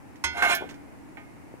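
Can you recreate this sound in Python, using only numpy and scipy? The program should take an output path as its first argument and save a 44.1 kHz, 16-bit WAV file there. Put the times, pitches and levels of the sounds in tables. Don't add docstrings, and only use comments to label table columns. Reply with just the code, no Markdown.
import sys
import numpy as np
from scipy import signal
from scipy.fft import rfft, irfft
from scipy.io import wavfile
from scipy.ndimage import uniform_filter1d

SR = 44100
rng = np.random.default_rng(int(sys.argv[2]) if len(sys.argv) > 2 else 0)


def waveform_to_disk(signal):
    frames = np.transpose(np.atleast_2d(signal))
    scaled = np.clip(frames, -1, 1) * 32767
    samples = np.round(scaled).astype(np.int16)
    wavfile.write(sys.argv[1], SR, samples)


N = 70560
TIME_S = np.arange(N) / SR


def undb(db):
    return 10 ** (np.asarray(db) / 20)


def curve(rows):
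    return np.interp(TIME_S, *np.array(rows).T)


def colour(x, points):
    hz, db = np.array(points).T
    f = np.maximum(np.fft.rfftfreq(2 * N, 1 / SR), 1)
    cepstrum = irfft(np.log(undb(np.interp(np.log(f), np.log(hz), db))))
    cepstrum[1:N] *= 2
    cepstrum[N + 1:] = 0
    return irfft(rfft(x, 2 * N) * np.exp(rfft(cepstrum)))[..., :N]


def noise(points):
    x = colour(rng.standard_normal(N), points)
    return x / x.std()


def metal(points, spacing_hz=75.16):
    count = N // 100
    bins = (np.arange(count) + rng.random(count)) * spacing_hz * N / SR
    amplitudes = rng.standard_normal(count) + 1j * rng.standard_normal(count)
    in_band = bins < N // 2
    spectrum = np.zeros(N // 2 + 1, complex)
    spectrum[bins[in_band].astype(int)] = amplitudes[in_band]
    x = colour(irfft(spectrum, N), points)
    return x / x.std()


def fade(t60_s):
    return np.exp(-np.log(1000) * TIME_S / t60_s)


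def mode(hz, t60_s):
    return np.sin(2 * np.pi * hz * TIME_S) * fade(t60_s)


def delay(x, seconds):
    return np.concatenate([np.zeros(round(seconds * SR)), x])[:N]


def drive(push, envelope, ring):
    response = signal.fftconvolve(push * envelope, ring)[:N]
    return response * np.linalg.norm(envelope) / np.linalg.norm(response)


def hits(rows, points, t60_s, body=noise):
    return sum(delay(undb(db) * body(points) * fade(t60_s), s) for s, db in rows)


def air(level_db=-50, rumble_db=-53, left_lag_s=0.00013):
    # frequency_hz, gain_db
    spectrum = [(25, -24), (69, -5.5), (150, -5.5), (270, -5.5), (420, -11), (600, -12), (850, -10),
                (1200, -18.5), (2150, -19.5), (2700, -25), (3300, -34.5), (10500, -34.5), (15500, -45)]
    # frequency_hz, gain_db
    common_filter = [(60, -35), (300, -2), (800, -14.5), (2300, -1), (5000, -12)]
    common = 0.43 * colour(noise(spectrum), common_filter)
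    rumble_band = signal.butter(2, (40, 160), "band", fs=SR, output="sos")
    rumble = signal.sosfilt(rumble_band, rng.standard_normal(N))
    rumble = undb(rumble_db) * rumble / rumble.std()
    sides = np.array([delay(common, left_lag_s) + noise(spectrum), common + noise(spectrum)])
    return undb(level_db) * sides + np.array([rumble, -rumble])


def draught(pitch_hz=289.3):
    # time_s, level_db
    levels = [(0, -52.5), (.55, -51), (.68, -44.5), (.82, -50.5), (1.1, -50), (1.6, -55)]
    cavity = mode(pitch_hz, t60_s=0.061)
    return np.array([drive(rng.standard_normal(N), undb(curve(levels)), cavity) for _ in range(2)])


def grit():
    # start_s, level_db
    grains = [(.157, -50.5), (.6905, -41.5), (.697, -42), (.709, -45), (.742, -48)]
    # frequency_hz, gain_db
    spectrum = [(500, -6), (2000, 6.5), (4500, -2.5), (6500, -2.5), (15000, -21)]
    return hits(grains, spectrum, t60_s=0.086)


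def clank(start_s=0.239, rise_s=0.0012, dense_db=-23, dense_t60_s=0.24):
    # frequency_hz, level_db, t60_s
    modes = [(922, -26.5, 0.19), (1083, -19, 0.032), (1467, -26, 0.45), (2057, -22.5, 0.38),
             (2250, -38.5, 1), (2550, -28, 0.18), (2710, -35, 0.28), (3168, -33.5, 0.38), (3350, -31, 0.27),
             (3530, -34, 0.31), (3970, -33, 0.14), (4270, -34.5, 0.37), (4400, -36, 0.2),
             (5090, -32.5, 0.29), (5370, -26.5, 0.16), (5670, -47, 0.11), (6000, -50, 0.095),
             (6320, -25.5, 0.18)]
    # frequency_hz, gain_db
    spectrum = [(30, -22), (75, 11), (170, -23), (300, -4), (700, -8), (1100, -2.5), (2300, 5.5),
                (4200, -4), (4700, -7.5), (8500, -2.5), (11500, -7.5), (15500, -33)]
    # start_s, level_db
    bounce = [(.245, -23.5)]
    partials = metal(spectrum)
    dense, below, clear = 0, 0, 0
    for edge_hz in 500 * 2. ** np.arange(6):
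        low = signal.sosfiltfilt(signal.butter(4, edge_hz, fs=SR, output="sos"), partials)
        dense += (low - below) * fade(dense_t60_s * min(1, (2000 / edge_hz) ** 0.5))
        below = low
    for hz, db, t60_s in modes:
        beat_hz = 0.01465 * hz * rng.uniform(1, 1.97)
        twin = 0.29 * mode(hz + beat_hz, t60_s / 2)
        clear += rng.choice([-1, 1]) * undb(db) * (mode(hz, t60_s) + twin)
    seating = 1 - np.exp(-TIME_S / rise_s)
    strike = (clear + undb(dense_db) * dense) * seating
    return delay(strike, start_s) + hits(bounce, spectrum, t60_s=0.029)


def sing(envelope, hz, t60_s, drift_hz=14):
    energy_decay = fade(t60_s) ** 2
    power = np.abs(signal.fftconvolve(envelope ** 2, energy_decay / energy_decay.sum())[:N])
    drift = uniform_filter1d(rng.standard_normal(N), size=1024)
    cycles = rng.random() + np.cumsum(hz + drift_hz * drift / drift.std()) / SR
    return np.sqrt(2 * power) * np.sin(2 * np.pi * cycles)


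def friction(slips_per_s=460, scatter_db=1.5, low_cut_hz=650):
    slips = (rng.random(N) < slips_per_s / SR) * undb(scatter_db * np.clip(rng.standard_normal(N), -2, 2))
    push = (slips - slips.mean()) / slips.std() + 0.38 * rng.standard_normal(N)
    return signal.sosfilt(signal.butter(1, low_cut_hz, "high", fs=SR, output="sos"), push)


def scrape(shift_s=0.504, shift_length_s=0.049, sung_share=0.55):
    # frequency_hz, early_db, late_db, t60_s
    modes = [(817.5, -32.5, -51, 0.11), (940, -36, -54, 0.039), (1076, -41, -33, 0.052),
             (1218, -37.5, -50, 0.17), (1443, -34.5, -32.5, 0.19), (1526, -29, -33, 0.086),
             (1555, -29.5, -28.5, 0.33), (1745, -49, -27.5, 0.28), (1830, -41, -41, 0.23),
             (2100, -33, -34, 0.13), (2128, -29, -30.5, 0.22), (2208, -33.5, -23.5, 0.16),
             (2404, -44.5, -23.5, 0.17), (2712, -39, -35.5, 0.16), (3150, -54, -50, 0.17),
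             (3356, -53, -34, 0.27), (5130, -54, -47, 0.11), (5400, -75, -41.5, 0.17),
             (6420, -52, -55, 0.15), (8440, -50.5, -40, 0.17)]
    # time_s, level_db
    stroke = [(.328, -19), (.36, -14), (.378, -3.5), (.396, -7.5), (.417, -10.5), (.423, 2), (.44, 2),
              (.482, -2.5), (.499, 4), (.508, 2), (.535, -1), (.548, -13.5), (.58, -32)]
    # frequency_hz, gain_db
    rasp_spectrum = [(40, -38), (130, -16), (300, -5), (560, -13.5), (720, 11), (900, -4.5), (2300, -5),
                     (3300, 3.5), (4300, -13.5), (15000, -46)]
    # frequency_hz, gain_db
    hiss_spectrum = [(2500, -8.5), (4200, 9.5), (4700, -9), (5200, 3), (5900, -3), (7200, 4.5),
                     (8400, -6.5), (8900, -19), (9400, 4.5), (12200, -4.5), (13000, -6), (13900, -8),
                     (15000, -14)]
    rasp_db, hiss_db, hiss_rise_db_per_s = -31, -35, 34
    start_s, end_s = stroke[0][0], stroke[-1][0]
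    push = friction()
    force = undb(curve(stroke)) * (TIME_S > start_s) * (TIME_S < end_s)
    late = np.clip(0.5 + (TIME_S - shift_s) / shift_length_s, 0, 1)
    ring = 0
    for hz, early_db, late_db, t60_s in modes:
        envelope = force * ((1 - late) * undb(early_db) + late * undb(late_db))
        ring += np.sqrt(sung_share) * sing(envelope, hz, t60_s)
        ring += np.sqrt(1 - sung_share) * drive(push, envelope, mode(hz, t60_s))
    rasp = drive(push, force * undb(rasp_db), noise(rasp_spectrum) * fade(t60_s=0.3))
    sharpening = undb(hiss_rise_db_per_s * (np.minimum(TIME_S, end_s) - shift_s))
    hiss = drive(push, force * sharpening * undb(hiss_db), metal(hiss_spectrum) * fade(t60_s=0.15))
    return ring + rasp + hiss + catches(modes)


def groan(roughness=0.15, waver_cutoff_hz=79):
    # time_s, pitch_hz, level_db
    course = [(.33, 706, -65), (.348, 710.8, -40), (0.387, 699.7, -31.5), (0.412, 701.2, -39),
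              (0.434, 726.3, -22.5), (.452, 712, -30), (0.468, 693.2, -18.5), (0.489, 685, -47),
              (0.512, 708.7, -21.5), (0.543, 681, -32.5), (0.588, 656, -43.5), (.61, 656, -74)]
    times, hz, db = np.array(course).T
    envelope = undb(np.interp(TIME_S, times, db)) * (TIME_S > times[0]) * (TIME_S < times[-1])
    smoothing = signal.butter(2, waver_cutoff_hz, fs=SR, output="sos")
    waver = signal.sosfilt(smoothing, rng.standard_normal((2, N)))
    flutter, jitter = roughness * waver / waver.std()
    phase = 2 * np.pi * np.cumsum(np.interp(TIME_S, times, hz)) / SR
    return envelope * (1 + flutter) * np.sin(phase + jitter)


def catches(modes):
    # start_s, level_db
    bites = [(0.422, -18.5), (0.4247, -16.5), (0.4366, -22), (.4425, -20), (.4505, -17), (.509, -23),
             (.535, -26.5)]
    # frequency_hz, gain_db
    spectrum = [(40, -42), (130, -14), (500, -15), (1000, 7), (2200, 10), (3500, -7), (15500, -20.5)]
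    ring = sum(rng.choice([-1, 1]) * undb(db) * mode(hz, t60_s) for hz, db, _, t60_s in modes)
    ring = 1.191 * ring / abs(ring).max()
    return hits(bites, spectrum, t60_s=0.039) + sum(delay(undb(db) * ring, s) for s, db in bites)


def squeak(peak_s=0.5335, half_width_s=0.0051, pitch_hz=8390, level_db=-25.5):
    envelope = undb(level_db) * np.exp(-((TIME_S - peak_s) / half_width_s) ** 2)
    return envelope * np.sin(2 * np.pi * pitch_hz * TIME_S)


def snap():
    # start_s, level_db
    release = [(.549, -22.5)]
    # frequency_hz, gain_db
    spectrum = [(500, -47), (5800, 5), (8000, -11), (11000, 4), (15500, -3)]
    return hits(release, spectrum, t60_s=0.077, body=metal)


def thuds(pitch_hz=375, ring_gain_db=-3.5):
    # start_s, level_db
    blows = [(.6085, -36.5), (0.6193, -31.5), (.641, -39)]
    # frequency_hz, gain_db
    spectrum = [(60, -29), (370, 4.5), (560, 6), (900, 5.5), (1500, -23), (8000, -68)]
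    ring = undb(ring_gain_db) * mode(pitch_hz, t60_s=0.037)
    return hits(blows, spectrum, t60_s=0.1) + sum(delay(undb(db) * ring, s) for s, db in blows)


def knock():
    # start_s, level_db
    tap = [(1.171, -39)]
    # frequency_hz, gain_db
    spectrum = [(200, -27), (700, 5), (1400, 4), (2200, 9.5), (3200, -6.5), (5000, -24)]
    # frequency_hz, level_db, t60_s
    modes = [(1240, -50, 0.39), (2135, -51.5, 0.87)]
    ring = sum(undb(db) * mode(hz, t60_s) for hz, db, t60_s in modes)
    return hits(tap, spectrum, t60_s=0.19, body=metal) + delay(ring, tap[0][0])


def bump(start_s=1.5398, pitch_hz=333, level_db=-32):
    softening = signal.butter(2, 2 * pitch_hz, fs=SR, output="sos")
    pulse = signal.sosfilt(softening, np.gradient(mode(pitch_hz, t60_s=0.0073)))
    return delay(-undb(level_db) * pulse / abs(pulse).max(), start_s)


def room(direct, echo_db=-20.5, t60_s=0.76):
    # frequency_hz, gain_db
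    spectrum = [(100, 19), (800, 6.5), (3000, -3.5), (15000, -5)]
    walls = delay(noise(spectrum) * fade(t60_s), seconds=0.005)
    return direct + undb(echo_db) * signal.fftconvolve(direct, walls / np.linalg.norm(walls))[:N]


def far_side(x):
    # frequency_hz, gain_db
    gains = [(100, 0.5), (380, 6), (700, 0), (2400, -7), (4200, -9), (5200, -17), (15000, -25)]
    # frequency_hz, phase_rad
    phases = [(20, 1.5), (300, -1.38), (650, -1.35), (1750, -1.63), (2200, -2), (4000, -2.5),
              (16000, -17.5)]
    f = np.maximum(np.fft.rfftfreq(2 * N, 1 / SR), 1)
    hz, db = np.array(gains).T
    gain = undb(np.interp(np.log(f), np.log(hz), db))
    phase = np.interp(f, *np.array(phases).T)
    return irfft(rfft(x, 2 * N) * gain * np.exp(1j * phase))[:N]


def scene():
    direct = grit() + clank() + scrape() + groan() + squeak() + snap() + thuds() + knock() + bump()
    left, right = far_side(room(direct)), room(direct)
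    background = (air() + draught()) * undb([[0.25], [-0.25]])
    return np.array([left, right]) + background


def record(dry):
    return signal.sosfilt(signal.ellip(10, .2, 80, 15750, fs=SR, output="sos"), dry)


dry = scene()
out = record(dry)
waveform_to_disk(out)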